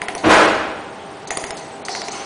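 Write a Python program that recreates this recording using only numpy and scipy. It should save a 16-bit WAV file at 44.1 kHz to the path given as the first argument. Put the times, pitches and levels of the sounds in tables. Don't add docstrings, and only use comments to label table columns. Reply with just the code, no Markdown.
import sys
import numpy as np
from scipy import signal
from scipy.fft import rfft, irfft
from scipy.io import wavfile
from scipy.ndimage import uniform_filter1d

SR = 44100
rng = np.random.default_rng(int(sys.argv[2]) if len(sys.argv) > 2 else 0)


def output_pcm(signal):
    pcm = np.clip(np.atleast_2d(signal).T, -1, 1) * 32767
    wavfile.write(sys.argv[1], SR, np.round(pcm).astype(np.int16))


def invert_db(x):
    u = np.asarray(x, float) / 20
    return 10 ** u


N = 99225
T = np.arange(N) / SR

# [f/Hz, level/dB per Hz]
HUM_COLOUR = [(20, -58.5), (60, -18), (200, -6), (400, -5.5), (800, -7.5), (1100, -11), (3500, -22.5),
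              (10300, -37)]
# [f/Hz, level/dB]
FAN_TONES = [(301.5, -50), (405, -47), (651.4, -46), (795, -41.5), (893.6, -47)]

# [t/s, snap level/dB, crack level/dB, knock level/dB, level of outer snap tones/dB]
PULSES = [(0.0169, -19.5, -12, -0.5, 5), (0.0834, -16, -15.5, -8, 1.5), (0.1498, -25.5, -6.5, -1, 5),
          (1.3056, -15, -13, -7, -5), (1.3713, -24, 1.5, -1, -5), (1.4393, -20, -14.5, -7.5, 3),
          (1.506, -27, -3, 2, 4.5), (1.8835, -19.5, -16.5, -4.5, 5), (1.95, -21, -13.5, -3, 2),
          (2.0167, -23, -8.5, -3.5, -1), (2.083, -23, -8.5, -8.5, -3)]
# [run start t/s, level/dB]
RUN_PUSH = [
    (0, -42),
    (1.2, -36),
    (1.8, -67),
]
# [f/Hz, level/dB, width/s]
SNAP_TONES = [(1430, -5, 0.00079), (1966, 0, 0.001), (2507, -1, 0.0003)]
# [f/Hz, level/dB per Hz]
CRACK_COLOUR = [(2500, -3), (3500, -3.5), (4800, -5), (6300, -1), (8000, -9), (9300, 2), (10300, -6.5),
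                (12000, -30)]
# [f/Hz, width/Hz, level/dB]
CASING = [(6650, 990, 5.5), (10010, 300, 3.5), (418, 49, 8.5), (930, 670, 7.5)]
# [f/Hz, width/Hz, level/dB]
HOUSING = [(401, 33, -2), (685, 47, 2), (780, 72, 2), (1000, 90, -2.5)]
# [f/Hz, width/Hz, level/dB]
CLUTTER = [(1500, 700, -3), (2170, 300, 2.5), (3000, 1200, 0)]
# [t/s, level/dB, f/Hz, width/s]
PLATE_KNOCKS = [(.0245, -24, 760, 0.0016), (.0275, -19.5, 730, .001), (.0935, -21, 780, 0.0017),
                (.1605, -16, 700, 0.00049), (.171, -22, 700, .0012), (1.3165, -18, 764, 0.0022),
                (1.3835, -14.5, 680, 0.00091), (1.45, -23, 800, 0.00088), (1.5165, -20, 780, 0.0013),
                (1.894, -17.5, 750, 0.0024), (1.9605, -20, 750, 0.0011), (2.027, -21, 700, 0.00068),
                (2.0935, -21, 770, 0.00079)]
# [t/s, level/dB, f/Hz, width/s]
SHORT_TICKS = [(.026, -37, 4870, 0.0024), (.094, -36, 9700, .002), (.161, -38, 9900, 0.0017),
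               (.996, -39, 3300, .0015), (1.3075, -19.5, 6200, 0.0012), (1.3075, -23, 7500, .0008),
               (1.312, -25, 9440, 0.0012), (1.321, -24, 6200, .0012), (1.324, -29, 1850, .002),
               (1.376, -32, 9050, .001), (1.379, -33, 9800, .0015), (1.385, -26, 6600, 0.0017),
               (1.392, -35, 6540, 0.0018), (1.45, -39, 9740, 0.0021), (1.44, -31, 4830, .001),
               (1.507, -30, 4960, .001), (1.8845, -24, 4740, 0.0013), (1.894, -36, 9700, .001),
               (1.9515, -28.5, 9100, .001), (1.9515, -32, 6000, .001), (1.964, -37, 9600, 0.0013),
               (2.018, -28, 9430, 0.0011), (2.0185, -22, 4860, .001), (2.085, -28, 5060, 0.00092),
               (2.118, -29, 4500, .0006), (1.952, -23, 1700, .0012)]

# [f/Hz, time to fall 60 dB/s]
HALL_RING = [(60, 1.36), (160, 1.1), (420, 1.14), (1100, 1), (2910, 1), (7680, 0.68)]

# [t/s, level/dB, decay/s, level of upper whistles/dB]
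PUFFS = [
    (0.178, -19, 0.012, -3.5),
    (1.271, -24.5, 0.022, 2.5),
    (1.569, -26, 0.033, 0),
    (1.8496, -22.5, 0.014, 3.5),
    (2.114, -26.5, 0.068, 3),
]
# [f/Hz, width/Hz, level/dB]
NOZZLE = [(4400, 530, 3.5), (6200, 300, 12), (8300, 1200, 8), (9900, 830, -4.5)]
# [t/s, level/dB]
GAS_FLOW = [
    (1.87, -53),
    (1.895, -33.5),
    (1.94, -30.5),
    (1.97, -32.5),
    (2.01, -34),
    (2.06, -39.5),
    (2.1, -44),
    (2.13, -54),
    (2.25, -41.5),
]
# [f/Hz, level/dB per Hz]
GAS_COLOUR = [(2000, -37), (3600, -16), (4200, -3), (5000, -8.5), (5900, -4.5), (6500, -14.5), (10000, -23),
              (11000, -55)]

# [f/Hz, width/Hz, level/dB]
HOSE_BODY = [(129.6, 11.6, -9), (196, 13, -9), (312.6, 30, 1), (540, 78, -10), (680, 54, -8),
             (1127, 39, -14)]
# [t/s, jet level/dB, brightness/dB per octave]
BLOW = [
    (.228, -50, -9),
    (.243, -14, -9.5),
    (.27, -15, -2),
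    (.29, -13, -10.5),
    (.312, -6.5, -7),
    (.33, -9.5, -1.5),
    (.38, -12, -5),
    (.42, -12.5, -4),
    (.49, -18.5, -12),
]
# [f/Hz, level/dB per Hz]
JET_COLOUR = [(50, -32), (170, -15.5), (540, -0.5), (930, -3.5), (1600, -9.5), (3000, -14), (7070, -25),
              (10300, -35)]
# [t/s, f/Hz, level/dB]
THROAT = [
    (.27, 900, -31),
    (.31, 1050, -10.5),
    (.345, 1700, -12),
    (.38, 1200, -16.5),
    (.41, 1500, -19),
    (.47, 1100, -25),
]

# [t/s, length/s, f/Hz, width/Hz, level/dB]
LEAKS = [
    (1.7, 0.027, 3300, 720, -55),
    (1.63, 0.18, 8020, 600, -52.5),
    (2.125, 0.13, 6150, 140, -46),
    (1.31, 0.036, 6900, 500, -33.5),
    (1, 0.082, 3200, 420, -49),
    (1.952, .045, 4800, 350, -41),
    (2.19, 0.045, 6100, 200, -42),
    (1.9, 0.15, 4400, 400, -41),
]

# [t/s, level/dB]
SCRAPE_LEVEL = [
    (2.1, -59),
    (2.14, -29),
    (2.17, -34),
    (2.22, -31),
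    (2.25, -45),
]
# [f/Hz, width/Hz, level/dB]
BENCH = [(414, 73, -4.5), (770, 100, -4), (1200, 350, -2.5), (2170, 120, -7), (2670, 810, -6.5)]

# [middle t/s, length/s, from f/Hz, to f/Hz]
TREBLE_GAPS = [(.004, 0.0026, 5500, 11000), (0.074, 0.017, 8300, 11000), (0.094, 0.011, 5000, 7500),
               (0.145, 0.0094, 4500, 7460), (0.157, 0.02, 6450, 7200), (0.068, .02, 5200, 7200),
               (1.265, 0.017, 4500, 11000), (1.298, 0.013, 5270, 11000), (1.369, 0.011, 4980, 6800),
               (1.457, 0.018, 5000, 6500), (1.529, 0.026, 8000, 10980), (1.53, 0.036, 7250, 7900),
               (1.534, 0.043, 5600, 6300), (1.53, .04, 4500, 4900), (1.56, 0.012, 5300, 7500),
               (2.103, 0.0097, 4810, 7500), (1.604, 0.0086, 5500, 7000), (1.838, 0.022, 4400, 11000),
               (1.874, 0.0066, 4800, 6500), (1.319, 0.0062, 7600, 11000), (1.392, 0.01, 7600, 11000),
               (1.459, 0.0072, 7500, 11000), (1.94, 0.014, 8340, 11000), (2.034, 0.01, 4970, 7000),
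               (2.035, 0.026, 8370, 11000), (2.102, 0.029, 8300, 10730)]


def evened(x):
    return x / np.sqrt(np.mean(x ** 2) + 1e-20)


def read(points, hz):
    f, value = np.transpose(points)
    return np.interp(np.log(hz + 1), np.log(f + 1), value)


def level(curve, col=1):
    points = np.array(curve)
    return invert_db(np.interp(T, points[:, 0], points[:, col], -120, -120))


def noise():
    return rng.standard_normal(N)


def coloured(points):
    gain = invert_db(read(points, np.fft.rfftfreq(N, 1 / SR)))
    return evened(irfft(rfft(noise()) * gain, N))


def resonate(x, hz, width):
    turn = np.exp(2j * np.pi * hz * T)
    r = np.exp(-np.pi * width / SR)
    return 2 * (turn * signal.lfilter([1 - r], [1, -r], x / turn)).real


def through(x, peaks):
    out = np.zeros(N)
    for k, (hz, width, db) in enumerate(peaks):
        out += (-1) ** k * invert_db(db) / np.sqrt(width) * resonate(x, hz, width)
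    return evened(out)


def narrow_hiss(hz, width):
    return evened(resonate(resonate(noise(), hz, width), hz, width))


def hum():
    out = invert_db(-35) * coloured(HUM_COLOUR)
    for hz, db in FAN_TONES:
        tone = np.sqrt(2) * np.cos(2 * np.pi * (hz * T + rng.random()))
        waver = 0.05 * evened(resonate(noise(), hz, 12))
        out += invert_db(db) * (tone + waver)
    on = (rng.random(N // 256 + 1) < 0.5).repeat(256)[:N]
    stutter = uniform_filter1d(on * 1., size=100)
    return out + invert_db(-56) * stutter * narrow_hiss(8800, 350)


def pulses():
    snap_peak_s, crack_peak_s, crack_width_s = 0.0016, 0.0019, 0.0012
    push_s, knock_rise_s = 0.0014, 0.0095
    direct, far = np.zeros(N), np.zeros(N)
    crack = coloured(CRACK_COLOUR)
    rattle, ring, echo = (through(noise(), body) for body in (CASING, HOUSING, CLUTTER))
    for s, db, crack_db, knock_db, side_db in PULSES:
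        t = T - s
        after = np.maximum(t, 0)
        started = t > 0
        snap = started * invert_db(-12) * echo * np.exp(-after / 0.023)
        for k, (hz, tone_db, width) in enumerate(SNAP_TONES):
            gain = invert_db(tone_db + side_db * (k != 1) + 2 * rng.random())
            shape = np.exp(-((t - snap_peak_s) / width) ** 2 / 2)
            snap += gain * shape * np.cos(2 * np.pi * (hz * t + rng.random()))
        burst = crack * np.exp(-((t - crack_peak_s) / crack_width_s) ** 2 / 2)
        burst += started * invert_db(-8) * rattle * np.exp(-after / 0.014)
        knock = invert_db(-9.5) * ring * np.minimum(after / knock_rise_s, 1) * np.exp(-after / 0.042)
        body = invert_db(crack_db + 7) * burst + invert_db(knock_db + 4.5) * knock
        push_db = [run_db for start, run_db in RUN_PUSH if start <= s][-1]
        push = invert_db(push_db + 4) * after / push_s * np.exp(1 - after / push_s)
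        direct += push + invert_db(db) * (snap + body)
        far += invert_db(db) * (invert_db(-4) * snap + body)
    loose = chatter()
    return direct + loose, far + loose


def chatter():
    out = np.zeros(N)
    for s, db, hz, width in PLATE_KNOCKS + SHORT_TICKS:
        t = T - s
        out += invert_db(db) * np.exp(-(t / width) ** 2 / 2) * np.cos(2 * np.pi * hz * t)
    return out


def tail(x):
    hz, t, z = signal.stft(rng.standard_normal(2 * SR), SR, nperseg=512)
    fade = invert_db(-60 * t / read(HALL_RING, hz)[:, None])
    ring = signal.istft(z * fade, SR, nperseg=512)[1]
    ring *= 1 - np.exp(-(np.arange(len(ring)) / SR / 0.013) ** 2)
    return signal.fftconvolve(x, ring / np.linalg.norm(ring))[:N]


def hall(x):
    turn = 2 * np.pi * 6 * T
    return tail(x * np.cos(turn)) + tail(x * np.sin(turn))


def valve():
    rise_s = 0.00049
    low = through(noise(), NOZZLE[:1]) + invert_db(-10.5) * coloured(CRACK_COLOUR)
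    high = through(noise(), NOZZLE[1:])
    out = level(GAS_FLOW) * coloured(GAS_COLOUR)
    for s, db, decay_s, high_db in PUFFS:
        t = T - s
        shape = np.clip(t / rise_s, 0, 1) * np.exp(-(np.maximum(t, 0) / decay_s) ** 0.93)
        out += invert_db(db - 10.5) * shape * (low + invert_db(high_db) * high)
    return out


def hose_pop():
    rise_s, hold_s, fall_s = 0.028, 0.059, 0.011
    t = T - 0.233
    shape = np.clip(t / rise_s, 0, 1) * np.exp(-np.maximum(t - hold_s, 0) / fall_s)
    boom = invert_db(-1.5) * np.sin(2 * np.pi * 314.5 * t)
    return invert_db(-11.5) * shape * (through(noise(), HOSE_BODY) + boom)


def jet():
    bright_hz = 2470
    hz, t, z = signal.stft(coloured(JET_COLOUR), SR, nperseg=256)
    blow_s, _, blow_tilt = np.transpose(BLOW)
    octaves = np.log2(np.maximum(hz / bright_hz, 1))[:, None]
    tilt_db = np.interp(t, blow_s, blow_tilt) * octaves
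    rush = signal.istft(z * invert_db(tilt_db), SR, nperseg=256)[1][:N]
    buffet = np.exp(-((T - 0.344) / 0.039) ** 2) * evened(resonate(noise(), 77, 30))
    return level(BLOW) * rush + throat() + invert_db(-36) * buffet


def throat():
    width_hz = 470
    throat_s, throat_hz, _ = np.transpose(THROAT)
    turn = np.exp(2j * np.pi * np.cumsum(np.interp(T, throat_s, throat_hz)) / SR)
    r = np.exp(-np.pi * width_hz / SR)
    moving = (turn * signal.lfilter([1 - r], [1, -r], noise() / turn)).real
    return level(THROAT, col=2) * evened(moving)


def leaks():
    out = np.zeros(N)
    for s, length_s, hz, width, db in LEAKS:
        rise = (T - s) / 0.0053
        fall = (s + length_s - T) / length_s * 2
        out += invert_db(db) * np.clip(np.minimum(rise, fall), 0, 1) * narrow_hiss(hz, width)
    return out


def scrape():
    slips_per_s = 2500
    slips = rng.uniform(-1.06, 1, N) * (rng.random(N) < slips_per_s / SR)
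    return level(SCRAPE_LEVEL) * through(slips, BENCH)


def scene():
    room = hum()
    direct, far = pulses()
    air = valve() + leaks() + scrape()
    pop, blow = hose_pop(), jet()
    to_hall = invert_db(-5.5) * (far + air) + invert_db(-5) * pop + invert_db(-3.5) * blow
    return (direct + air + pop + blow + hall(to_hall) + room)[None]


def band_limit(x):
    return signal.sosfilt(signal.butter(12, 11380, fs=SR, output="sos"), x)


def record(dry):
    hz, t, z = signal.stft(np.tanh(dry / 0.98) * 0.9, SR, nperseg=256, noverlap=192)
    hz = hz[:, None]
    gap = 0
    for s, length_s, low, high in TREBLE_GAPS:
        depth = 0.65 if 900 < high - low < 3000 else 1
        gap = gap + depth * np.exp(-((t - s) / (length_s / 2)) ** 6) * (hz > low) * (hz < high)
    patches = rng.standard_normal((len(t) // 8 + 1, 33)).T
    patches = patches.repeat(4, axis=0).repeat(8, axis=1)[:len(hz), :len(t)]
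    holes = (rng.random((len(t) // 5 + 1, 44)) < 0.07).T
    holes = holes.repeat(3, axis=0).repeat(5, axis=1)[:len(hz), :len(t)]
    patchy_db = (2.5 * patches - 20 * holes) * (hz > 4500)
    z = z * invert_db(-32 * np.clip(gap, 0, 1) + patchy_db)
    x = signal.istft(z, SR, nperseg=256, noverlap=192)[1][:, :N]
    edge = signal.firwin(511, 10150, window=("kaiser", 9), fs=SR)
    mix = signal.oaconvolve(x, edge[None], "same")
    return band_limit(mix)


dry = scene()
out = record(dry)
output_pcm(out)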